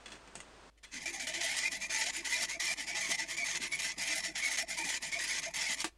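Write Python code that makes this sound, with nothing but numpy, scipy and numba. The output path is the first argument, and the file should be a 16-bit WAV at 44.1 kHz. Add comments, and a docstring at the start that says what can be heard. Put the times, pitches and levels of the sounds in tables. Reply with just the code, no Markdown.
"""Clicks, then short rasping strokes, then fast sawing: a hacksaw cuts a thin clamped metal rod, heard close up.
Squeals, whines and groans come and go until the saw breaks through with a knock, over early hiss, room air and hum.
Random tooth snaps and chip scrape make a force that drives rasp, rod, blade and bench; a second, like force drives
the frame. Clicks, snags, thumps and the knock are decaying noise that sets a few modes ringing.
A small dry workshop adds short reflections."""
import sys
import numpy as np
from scipy import signal
from scipy.fft import rfft, irfft
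from scipy.io import wavfile
from scipy.ndimage import uniform_filter1d, map_coordinates
from numba import njit

SR = 44100
rng = np.random.default_rng(int(sys.argv[2]) if len(sys.argv) > 2 else 0)


def file_out(sig):
    """Save sig as 16-bit WAV at sys.argv[1]."""
    # one column per channel
    cols = np.atleast_2d(sig).T
    # limit, then scale
    lim = np.clip(cols, -1, 1)
    pcm = np.round(lim * 32767).astype(np.int16)
    wavfile.write(sys.argv[1], SR, pcm)


N = 263277
T = np.arange(N) / SR  # time in seconds

# Spectrum of the early hiss. Each row: frequency in Hz, relative level in dB.
HISS_COLOUR = [(41, -44), (70, -10), (296, -5.5), (441, -6), (702, -6.5), (1200, -8), (9390, -25),
               (11200, -69), (14000, -52)]
HISS_DB, HISS_END_S = -57.5, 0.7  # the hiss stops abruptly
# Spectrum of the quiet room air. Each row: frequency in Hz, relative level in dB.
ROOM_COLOUR = [(25, 0), (100, -5.5), (180, -20), (290, -9), (1000, -20.5), (3500, -23.5), (9600, -32.5),
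               (16000, -43)]
ROOM_DB = -71  # the level wanders around this
HUM_HZ, HUM_DB = 51, -67

# The blade is set down and rattles in its frame.
# Each row: start in seconds, relative level in dB, time for the driving rattle to fall 60 dB in seconds.
CLICKS = [(0.059, -28.5, 0.083), (0.0806, -37, 0.095), (0.1027, -38, 0.14), (0.1187, -31.5, 0.18),
          (0.153, -44, 0.1), (0.2747, -37.5, 0.074), (0.8305, -46, 0.6), (.841, -44, 0.2)]
# Spectrum of the clicks. Each row: frequency in Hz, relative level in dB.
CLICK_COLOUR = [(71, -42), (150, 2.5), (971, 1), (1660, 1), (2030, 2), (3400, 4), (3900, -8.5),
                (8900, -4.5), (10000, -16), (14000, -50)]
# Resonances the clicks set ringing. Each row: frequency in Hz, width in Hz, relative level in dB.
CLICK_MODES = [(1660, 32, 9.5), (1920, 50, -7), (2530, 38, 2), (3360, 60, 7.5), (4060, 70, 4)]

# Single teeth snag on the rod with a brighter tick.
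# Each row: start in seconds, relative level in dB, time for the driving rattle to fall 60 dB in seconds.
SNAGS = [(0.354, -31.5, 0.18), (0.4035, -36, 0.1)]
# Spectrum of the snags. Each row: frequency in Hz, relative level in dB.
SNAG_COLOUR = [(100, -11), (400, -1.5), (1000, -6), (2400, -2), (3400, -5), (3900, -11), (8900, -2.5),
               (10000, -18), (14000, -55)]
# Resonances the snags set ringing. Each row: frequency in Hz, width in Hz, relative level in dB.
SNAG_MODES = [(1950, 44, 2), (2710, 62, 4), (4380, 43, -2), (6500, 97, 6), (8830, 72, -8)]

# The vise thumps on its bench.
# Each row: start in seconds, relative level in dB, time for the driving rattle to fall 60 dB in seconds.
THUMPS = [(.372, -57.5, 0.31), (1.727, -52, 0.069), (2.395, -53, 0.21), (2.785, -58, 0.12),
          (3.09, -52, .15), (3.385, -57, 0.19), (3.597, -50, 0.19), (3.635, -60, 0.13), (3.972, -54, .15),
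          (4.843, -50, .13), (5.69, -54, .2)]
# Spectrum of the thumps. Each row: frequency in Hz, relative level in dB.
THUMP_COLOUR = [(50, -22), (110, -16), (170, -5.5), (270, 1), (400, -13), (700, -31), (3000, -55)]
# Resonances of vise and bench. Each row: frequency in Hz, width in Hz, relative level in dB.
BENCH_MODES = [(160, 53, -6.5), (192.5, 70, -5), (271.4, 35.2, 5), (333, 15, -2)]

# Short, light strokes in which the blade skims the rod and fades.
# Each row: start in seconds, length in seconds, rise in seconds, level before the fade and bites in dB.
SKIMS = [(0.771, 0.021, 0.022, -60.5), (0.828, 0.027, 0.021, -49), (0.912, 0.077, 0.078, -37.5),
         (0.989, 0.062, 0.045, -44.5), (1.055, 0.063, 0.0044, -41), (1.12, 0.075, 0.023, -42.5),
         (1.195, 0.064, 0.0026, -42), (1.267, 0.067, 0.003, -41.5), (1.331, .076, 0.013, -38.5),
         (1.708, 0.071, 0.022, -39), (1.8, 0.069, 0.026, -39), (2.121, 0.09, 0.045, -37.5),
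         (2.478, 0.084, 0.022, -40.5), (2.767, 0.081, 0.026, -39.5), (2.864, 0.074, 0.017, -40),
         (3.173, 0.071, 0.025, -36.5), (3.274, 0.082, 0.036, -38), (3.363, 0.087, 0.011, -40.5),
         (3.598, 0.082, 0.042, -35.5), (3.71, 0.074, 0.016, -40.5), (3.975, 0.11, 0.04, -36.5),
         (4.218, 0.085, 0.029, -38.5), (4.677, 0.086, 0.034, -38.5), (4.765, 0.077, .013, -40),
         (5.016, .091, 0.016, -40.5), (5.113, 0.078, 0.012, -40.5), (5.413, 0.076, 0.031, -38.5),
         (5.765, 0.073, 0.028, -42.5)]
SKIM_FADE_DB = 12.5  # the pressure eases ever faster towards the end of a skim
SKIM_GLIDE_HZ = 293  # the rod's pitch rises as the pressure eases
RELEASE_S = 0.0032  # time constant as a stroke or a tone lets go
# Long strokes in which the teeth cut under full pressure.
# Each row: start in seconds, end in seconds, level before sag, wobble and bites in dB.
CUTS = [(1.404, 1.685, -40), (1.895, 2.106, -39.5), (2.244, 2.455, -39.5), (2.595, 2.738, -38.5),
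        (2.945, 3.157, -40.5), (3.44, 3.577, -39), (3.785, 3.925, -39), (4.065, 4.208, -38.5),
        (4.348, 4.562, -39.5), (4.568, 4.627, -38.5), (4.837, 4.979, -40), (5.185, 5.399, -39),
        (5.536, 5.749, -39.5)]
CUT_RISE_S, CUT_SAG_DB = 0.0069, 0.56
CUT_WOBBLE_DB, CUT_WOBBLE_RATE = 1.55, 60  # spread, changes per second
# The teeth bite deeper or slip for a moment.
# Each row: middle in seconds, length in seconds, change in dB.
BITES = [(1.286, 0.027, 3.5), (1.444, 0.019, 4.5), (1.587, 0.022, 3.5), (1.719, 0.0068, 3.5),
         (2.435, 0.038, 4), (3.124, 0.023, 4), (3.983, 0.0081, 8), (4.259, 0.018, 3.5), (4.358, .012, 1),
         (4.408, 0.03, -5.5), (4.446, 0.016, 0.5), (5.222, 0.017, 2), (5.726, 0.082, 2), (5.814, .02, 11)]
# Turns at which the blade comes to rest and the rubbing dips. Each entry: time in seconds.
RESTS = [2.587, 2.75, 3.955, 4.336, 4.66, 5.0, 5.525]
# Spectrum of the rasp. 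Each row: frequency in Hz, relative level in dB.
RASP_COLOUR = [(300, -40.5), (600, -9), (1000, -2), (1300, 3), (1700, 3.5), (2800, 7), (4500, 6),
               (6500, 6.5), (7300, 7), (7900, 1), (10200, 1), (10700, -11), (12600, -11), (13600, -60),
               (16000, -77)]
# Resonances of the saw frame. Each row: frequency in Hz, width in Hz, relative level in dB.
FRAME_MODES = [(3080, 260, 12.5), (3400, 33, 6), (3930, 170, -0.5), (4700, 35, -5), (4913, 49, 4.5),
               (5470, 62, 6.5), (6365, 97.6, 8.5), (7000, 130, 5.5), (8350, 210, 1), (10110, 89, 4)]

# Resonances of the rod. Each row: frequency in Hz, width in Hz, relative level in dB.
ROD_MODES = [(1570, 300, -12), (1847, 33, -1), (1963, 98, 4.5), (2062, 58, 5.5), (2202, 110, 0.5),
             (2170, 120, -3), (2387, 85, 5), (2564, 20, 1)]
# The rod swings with the rasp but dies down less in a skim; ROD_HZ is its tone before drift and glide.
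ROD_CUT_DB, ROD_SKIM_DB, ROD_FADE_DB, ROD_HZ = -3.5, -4.5, 6.5, 1988
# The rod breaks into a squeal. Each row: start in seconds, length in seconds, first pitch in Hz,
# last pitch in Hz (both before drift), level before fade and flutter in dB.
SQUEALS = [(0.844, 0.021, 1950, 2120, -61), (1.055, .04, 2365, 2330, -39.5), (1.19, 0.072, 2310, 2300, -47),
           (1.481, 0.057, 2070, 2180, -42), (1.631, 0.053, 2010, 2150, -37.5),
           (1.646, 0.044, 2430, 2355, -38.5), (1.81, 0.048, 2260, 2400, -46),
           (2.318, 0.042, 2057, 2060, -38), (2.327, 0.045, 2453, 2340, -41.5),
           (2.472, 0.099, 1900, 2320, -47.5), (2.592, 0.03, 1950, 1950, -40),
           (2.672, 0.046, 2290, 2366, -38.5), (2.877, 0.077, 2210, 2310, -44.5),
           (3.021, 0.051, 2324, 2120, -40.5), (3.111, 0.044, 1997, 2069, -40),
           (3.177, 0.048, 2030, 2016, -43), (3.375, 0.068, 2325, 2248, -37),
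           (3.717, 0.038, 2217, 2210, -35), (4.088, 0.046, 2334, 2384, -41.5),
           (4.421, 0.068, 2211, 2180, -36), (4.766, 0.079, 2265, 2380, -42.5),
           (5.118, 0.055, 2167, 2256, -38), (5.191, 0.055, 1927, 1933, -38),
           (5.296, 0.029, 2200, 2220, -37.5), (5.659, .02, 2165, 2191, -35.5)]
SQUEAL_LOCK_DB = -31  # a squeal of this level starts to take over from the rod's loose ringing
SQUEAL_OCTAVE_DB = -17.5  # overtone, relative to the squeal

# The vise groans as it rocks under a stroke. Each row: start in seconds, length in seconds,
# middle pitch before drift in Hz, level before the fade in dB.
GROANS = [(0.928, 0.067, 249, -51), (1.054, 0.092, 332, -57), (1.223, 0.034, 255, -52.5),
          (1.341, .07, 337, -54), (2.154, .065, 334, -52.5), (2.91, 0.048, 344, -58),
          (3.198, .05, 328.5, -54.5), (3.531, 0.06, 342, -61), (4.085, 0.073, 314, -54),
          (4.271, 0.046, 314, -52), (4.78, 0.055, 323.8, -52.5)]
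GROAN_GLIDE_HZ = 22  # rise over each groan
RUMBLE_DB = -60.5  # bench rumble while the blade slides

# The blade whines as the teeth chatter along the rod. Each row: start in seconds, length in seconds,
# first pitch in Hz, last pitch in Hz (both before drift), level before the fade in dB.
WHINES = [(1.128, 0.078, 820, 790, -52), (1.265, 0.055, 637, 666, -50.5), (1.367, 0.078, 656, 737, -54.5),
          (1.432, 0.029, 690, 644, -45.5), (1.468, 0.063, 780, 832, -53), (1.969, 0.063, 866, 890, -50.5),
          (2.061, 0.043, 680.5, 795, -49), (2.254, 0.026, 909, 859, -51), (2.311, 0.079, 947, 988.7, -54),
          (2.4, 0.036, 655, 706, -53), (2.531, 0.068, 685, 684, -54.5), (2.694, 0.048, 675, 850, -52),
          (2.887, 0.036, 729.4, 673.7, -52.5), (2.943, 0.064, 860, 845, -50),
          (3.027, 0.055, 1114, 1060, -55), (3.092, 0.03045, 636.6, 672.5, -47.5),
          (3.117, 0.039, 752.6, 840, -49.5), (3.392, 0.046, 701.2, 650, -52),
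          (4.15, 0.044, 732, 820.5, -52), (4.625, 0.027, 677.6, 650, -47),
          (4.768, 0.061, 980, 877.7, -47.5), (4.857, 0.036, 810, 850, -46.5),
          (5.15, 0.038, 673.2, 656, -48.5), (5.459, 0.034, 664, 649, -46)]
# Resonances of the blade. Each row: frequency in Hz, width in Hz, relative level in dB.
BLADE_MODES = [(672, 41, -0.5), (804, 87, -5), (903, 60, -7), (1063, 78, -8), (1365, 590, 2.5)]

# The saw breaks through and drops on the jaws.
# Each row: start in seconds, relative level in dB, time for the driving rattle to fall 60 dB in seconds.
KNOCKS = [(5.8438, -28.5, 0.16)]
# Spectrum of the knock. Each row: frequency in Hz, relative level in dB.
KNOCK_COLOUR = [(53, -48), (90, -32), (160, -18), (311, -2.5), (550, -14), (800, -7), (1270, -11),
                (1650, -3), (2110, -9), (2600, -11), (3600, -10), (9570, -13.5), (15000, -47)]
# Resonances the knock sets ringing. 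Each row: frequency in Hz, width in Hz, relative level in dB.
KNOCK_MODES = [(330, 33, -4), (736, 67, 3.5), (1151, 27.4, 1), (1740, 77, -4), (1960, 34, -2),
               (2286, 49, -4), (2470, 150, -1)]
KNOCK_DAMPED_S = (5.88, 5.905)  # the hand stills the saw between these times


def undb(db):
    """Decibels to gain."""
    return 10 ** (np.asarray(db) / 20)


def unit(x):
    """Scale to rms 1."""
    return x / np.sqrt(np.mean(x ** 2))


def even(x, span_s):
    """Hold the rms near 1 over each short span, keeping the finer grain."""
    power = np.abs(uniform_filter1d(x ** 2, int(span_s * SR) + 1))
    return x / np.sqrt(power + 1e-12 * np.mean(x ** 2))


def walk(rate):
    """Random wander of rms 1 that takes a new direction rate times a second."""
    return unit(np.interp(T * rate, np.arange(N // 8), rng.standard_normal(N // 8)))


def colour(x, points):
    """Causal minimum-phase filter with the given (Hz, dB) response."""
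    hz, db = np.transpose(points)
    grid = np.linspace(1, SR / 2, 1025)
    response_db = np.interp(np.log(grid), np.log(hz), db)
    # fold the cepstrum forward in time
    cepstrum = irfft(np.log(undb(response_db)))
    half = len(cepstrum) // 2
    cepstrum[1:half] *= 2
    cepstrum[half + 1:] = 0
    impulse = irfft(np.exp(rfft(cepstrum)))
    return signal.fftconvolve(x, impulse)[:N]


@njit
def svf(x, hz, width):
    """State-variable band-pass with a moving centre and a width in Hz."""
    y, band, low = np.empty(len(x)), 0., 0.
    for i in range(len(x)):
        g = np.tan(np.pi * hz[i] / SR)
        damping = width / hz[i]
        v = (band + g * (x[i] - low)) / (1 + g * (g + damping))
        band = 2 * v - band
        low = low + 2 * g * v
        y[i] = damping * v
    return y


def band_pass(x, hz, width_hz):
    """Fixed resonance with one centre."""
    return svf(x, np.full(N, float(hz)), float(width_hz))


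def ring(x, modes, patchy_db=0, patchy_rate=14):
    """Sum of resonances; each can come and go as the point of contact shifts."""
    total = np.zeros(N)
    for hz, width_hz, db in modes:
        gain = undb(db + patchy_db * walk(patchy_rate))
        total += gain * band_pass(x, hz, width_hz)
    return unit(total)


def sing(x, hz, width_hz):
    """One steep, moving resonance: two equal band-passes in a row."""
    once = svf(x, hz, float(width_hz))
    return unit(svf(once, hz, float(width_hz)))


def blows(rows, points, modes, ring_db, crack_db, crack_s):
    """Metal on metal: a short crack and a dense rattle that sets a few modes ringing."""
    envelope = np.zeros(N)
    for start, db, t60 in rows:
        age = np.maximum(T - start, 0)
        rattle = np.exp(-np.log(1000) * age / t60)
        crack = undb(crack_db) * np.exp(-age / crack_s)
        envelope += (T >= start) * undb(db) * (rattle + crack)
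    white = rng.standard_normal(N)
    hit = colour(white * envelope, points) / np.std(colour(white, points))
    return hit + undb(ring_db) * np.std(hit) * ring(white * envelope, modes)


def stroke(start, length, rise_s, db, fade_db):
    """Amplitude of one stroke: it grips, eases off along an arch and lets go."""
    out = np.zeros(N)
    span = slice(int(start * SR), int((start + length + 10 * RELEASE_S) * SR))
    age = T[span] - start
    grip = np.clip(age / max(rise_s, .002), 0, 1)
    release = np.exp(-np.maximum(age - length, 0) / RELEASE_S)
    arch_db = fade_db * np.minimum(age / length, 1) ** 2
    out[span] = grip * release * undb(db - arch_db)
    return out


def tones(force, rows, width_hz, waver, rise_s, fade_db, steady_s):
    """Short gliding tones: the tooth forces drive one narrow resonance for each row."""
    out = np.zeros(N)
    drift = np.exp(waver * walk(40))
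    for start, length, first_hz, last_hz, db in rows:
        # a margin lets the resonance build up and die away
        span = slice(int((start - .04) * SR), int((start + length + .04) * SR))
        pitch = np.interp(T[span], [start, start + length], [first_hz, last_hz]) * drift[span]
        tone = even(sing(force[span], pitch, width_hz), steady_s)
        out[span] += tone * stroke(start, length, rise_s, db, fade_db)[span]
    return out


def background():
    """Early hiss and wandering room air, both coloured noise, and a sine of mains hum."""
    hiss = unit(colour(rng.standard_normal(N), HISS_COLOUR)) * undb(HISS_DB) * (T < HISS_END_S)
    air = unit(colour(rng.standard_normal(N), ROOM_COLOUR)) * undb(ROOM_DB + walk(9.8))
    hum = undb(HUM_DB) * unit(np.sin(2 * np.pi * HUM_HZ * T))
    return hiss + air + hum


def clicks():
    """The blade is set down: small blows ring as it rattles in its frame."""
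    return undb(-17.5) * blows(CLICKS, CLICK_COLOUR, CLICK_MODES, ring_db=-3.5, crack_db=-8.0, crack_s=0.002)


def snags():
    """Single teeth snag on the rod: a sharp crack leads a bright ring."""
    return undb(-15.5) * blows(SNAGS, SNAG_COLOUR, SNAG_MODES, ring_db=-8.0, crack_db=8.5, crack_s=0.0013)


def thumps():
    """The vise thumps on its bench: dull blows excite the low bench modes."""
    return blows(THUMPS, THUMP_COLOUR, BENCH_MODES, ring_db=-6.5, crack_db=-13, crack_s=0.0071)


def sawing():
    """Amplitudes of rasp and rod, the rod's pitch and blade speed (0-1) that follow from the strokes."""
    # strokes add as power
    cut = sum(stroke(start, end - start, CUT_RISE_S, db, CUT_SAG_DB) ** 2 for start, end, db in CUTS)
    cut = cut * undb(CUT_WOBBLE_DB * walk(CUT_WOBBLE_RATE)) ** 2
    skim = sum(stroke(*row, SKIM_FADE_DB) ** 2 for row in SKIMS)
    bite_db = sum(db * np.exp(-2 * ((T - middle) / length) ** 2) for middle, length, db in BITES)
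    rasp_gain = np.sqrt(cut + skim) * undb(bite_db)
    rod_skim = sum(stroke(*row, ROD_FADE_DB) ** 2 for row in SKIMS)
    rod_gain = np.sqrt(cut * undb(ROD_CUT_DB) ** 2 + rod_skim * undb(ROD_SKIM_DB) ** 2)
    rod_hz = np.full(N, float(ROD_HZ))
    for start, length, *_ in SKIMS:
        span = slice(int(start * SR), int((start + length) * SR))
        rod_hz[span] += SKIM_GLIDE_HZ * ((T[span] - start) / length) ** 2
    # the blade is fastest in the middle of each stroke
    spans = [(start, end) for start, end, _ in CUTS]
    spans += [(start, start + length) for start, length, *_ in SKIMS]
    speed = sum(np.interp(T, [start, (start + end) / 2, end], [0, 1, 0]) for start, end in spans)
    return rasp_gain, rod_gain, rod_hz, speed


def teeth(speed, slow_hz=700, fast_hz=1700, scatter_db=9.5, scrape_db=0, chatter_db=2.5,
          chatter_rate=450, shear=1.87):
    """Teeth snap past the rod, each with its own force; chips scrape between."""
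    # the tooth rate follows blade speed, with jitter
    hz = (slow_hz + (fast_hz - slow_hz) * speed) * np.exp(.16 * walk(1200))
    phase = np.cumsum(hz) / SR
    passing = np.diff(np.floor(phase), prepend=0)
    snaps = passing * undb(scatter_db * rng.standard_normal(N)) / np.sqrt(hz)
    scrape = rng.standard_normal(N) * np.exp(-(phase % 1) / 0.53)
    contact = unit(snaps) + undb(scrape_db) * unit(scrape)
    # the blade bounces in the cut, so the contact force flutters
    force = unit(contact * undb(chatter_db * walk(chatter_rate)))
    # a chip shears off before the force can grow without bound
    return even(shear * np.tanh(force / shear), 0.04)


def along_blade(x, trip_s=0.002613, echo=0.27):
    """Waves return from both ends of the blade; as it slides, one path grows and the other shrinks."""
    place = .5 + 0.363 * np.tanh(0.552 * walk(9))
    returns = sum(map_coordinates(x, [(T - trip_s * part) * SR], order=3) for part in (place, 1 - place))
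    return unit(x + echo * returns)


def rasp_sound(force, speed, flicker_db=3, burst_db=0.5):
    """The coloured tooth force plus frame resonances driven by a second one; bursts and a flickering treble."""
    frame_drive = band_pass(teeth(speed), 5500, 2600)
    frame = even(ring(frame_drive, FRAME_MODES, patchy_db=7.0), 0.022)
    rasp = unit(colour(force, RASP_COLOUR)) * undb(-0.17) + undb(-4.0) * frame
    # chips tear off in uneven bursts
    rasp = rasp * undb(burst_db * walk(190))
    high_pass = signal.butter(4, 8500, "high", fs=SR, output="sos")
    treble = signal.sosfiltfilt(high_pass, rasp)
    return rasp + treble * (undb(flicker_db * walk(70)) - 1)


def rod(force, gain, hz, tone_db=-7.5, body_db=0.0, flutter_db=3.0):
    """The rod rings in its modes and in one tone that rises through each skim; at times it locks into a squeal."""
    tone = even(sing(force, hz * np.exp(0.034 * walk(30)), 100), 0.015)
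    body = even(ring(band_pass(force, 2150, 1300), ROD_MODES, patchy_db=2.0), 0.018)
    squeals = tones(force, SQUEALS, width_hz=116, waver=0.0051, rise_s=0.0085, fade_db=1.0, steady_s=0.013)
    squeals = signal.hilbert(undb(flutter_db * walk(220)) * squeals)
    size = np.abs(squeals)
    # doubling the phase gives the octave
    octave = undb(SQUEAL_OCTAVE_DB) * size * np.cos(2 * np.angle(squeals))
    loose = gain / np.hypot(1, size / undb(SQUEAL_LOCK_DB))
    return loose * (undb(tone_db) * tone + undb(body_db) * body) + squeals.real + octave


def bench(force):
    """The vise rumbles on its bench and groans in short rising tones."""
    rumble = even(ring(band_pass(force, 260, 192), BENCH_MODES, patchy_db=5.5), 0.088)
    half_glide = GROAN_GLIDE_HZ / 2
    rows = [(start, length, hz - half_glide, hz + half_glide, db) for start, length, hz, db in GROANS]
    groans = tones(force, rows, width_hz=22, waver=0.012, rise_s=0.017, fade_db=4.5, steady_s=0.026)
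    return undb(RUMBLE_DB) * rumble + groans


def blade(force, gain, drone_db=-14.0, slide_db=-59):
    """The blade drones with the cutting force and breaks into short gliding whines."""
    whines = tones(force, WHINES, width_hz=52, waver=0.01, rise_s=0.012, fade_db=1.5, steady_s=0.019)
    modes = ring(band_pass(force, 900, 400), BLADE_MODES, patchy_db=5.0, patchy_rate=20)
    return whines + even(modes, 0.06) * np.hypot(gain * undb(drone_db), undb(slide_db))


def saw(rub_db=-58, rod_rub_db=-55, rest_db=-10, rest_s=0.0089):
    """One tooth force is heard as rasp and through rod, blade and bench; a second sounds the frame in the rasp."""
    rasp_gain, rod_gain, rod_hz, speed = sawing()
    # between strokes the blade still rubs lightly in the slot, less so at its rests
    resting = sum(np.exp(-((T - turn) / rest_s) ** 2) for turn in RESTS)
    sliding = np.interp(T, [.9, .95, 5.84, 5.88], [0, 1, 1, 0]) * undb(rest_db * resting)
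    rasp_gain = np.hypot(rasp_gain, undb(rub_db) * sliding)
    rod_gain = np.hypot(rod_gain, undb(rod_rub_db) * sliding)
    force = along_blade(teeth(speed))
    rasp = rasp_sound(force, speed) * rasp_gain
    return rasp + rod(force, rod_gain, rod_hz) + sliding * (blade(force, rasp_gain) + bench(force))


def knock():
    """The saw drops on the jaws: a hard crack and a ring that the hand damps by 12 dB."""
    hit = blows(KNOCKS, KNOCK_COLOUR, KNOCK_MODES, ring_db=-6.0, crack_db=6.5, crack_s=0.002)
    return undb(-8.0) * hit * undb(np.interp(T, KNOCK_DAMPED_S, [0, -12]))


def workshop(x, t60):
    """Short diffuse reflections from bench and drawers: decaying noise after a 3 ms gap."""
    t = T[:SR // 3]
    response = rng.standard_normal(len(t)) * np.exp(-np.log(1000) * t / t60) * (t > .003)
    return signal.fftconvolve(x, response / np.linalg.norm(response))[:N]


def scene():
    """Everything sits in the centre, with a trace of width in the treble."""
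    direct = clicks() + snags() + thumps() + saw() + knock()
    mid = direct + undb(-11.0) * workshop(direct, t60=0.045) + background()
    side_colour = [(1300, -46), (1950, -43.5), (5000, -31.5), (8000, -42.5), (12000, -25.5)]  # (Hz, dB)
    side = colour(workshop(mid, t60=0.01), side_colour)
    side = side * undb(1.1 * walk(40))
    return np.array([mid + side, mid - side])


def record(dry):
    """A steep elliptic low-pass cuts the top above 15.8 kHz."""
    low_pass = signal.ellip(8, .2, 70, 15800, fs=SR, output="sos")
    return signal.sosfilt(low_pass, dry)


dry = scene()
out = record(dry)
file_out(out)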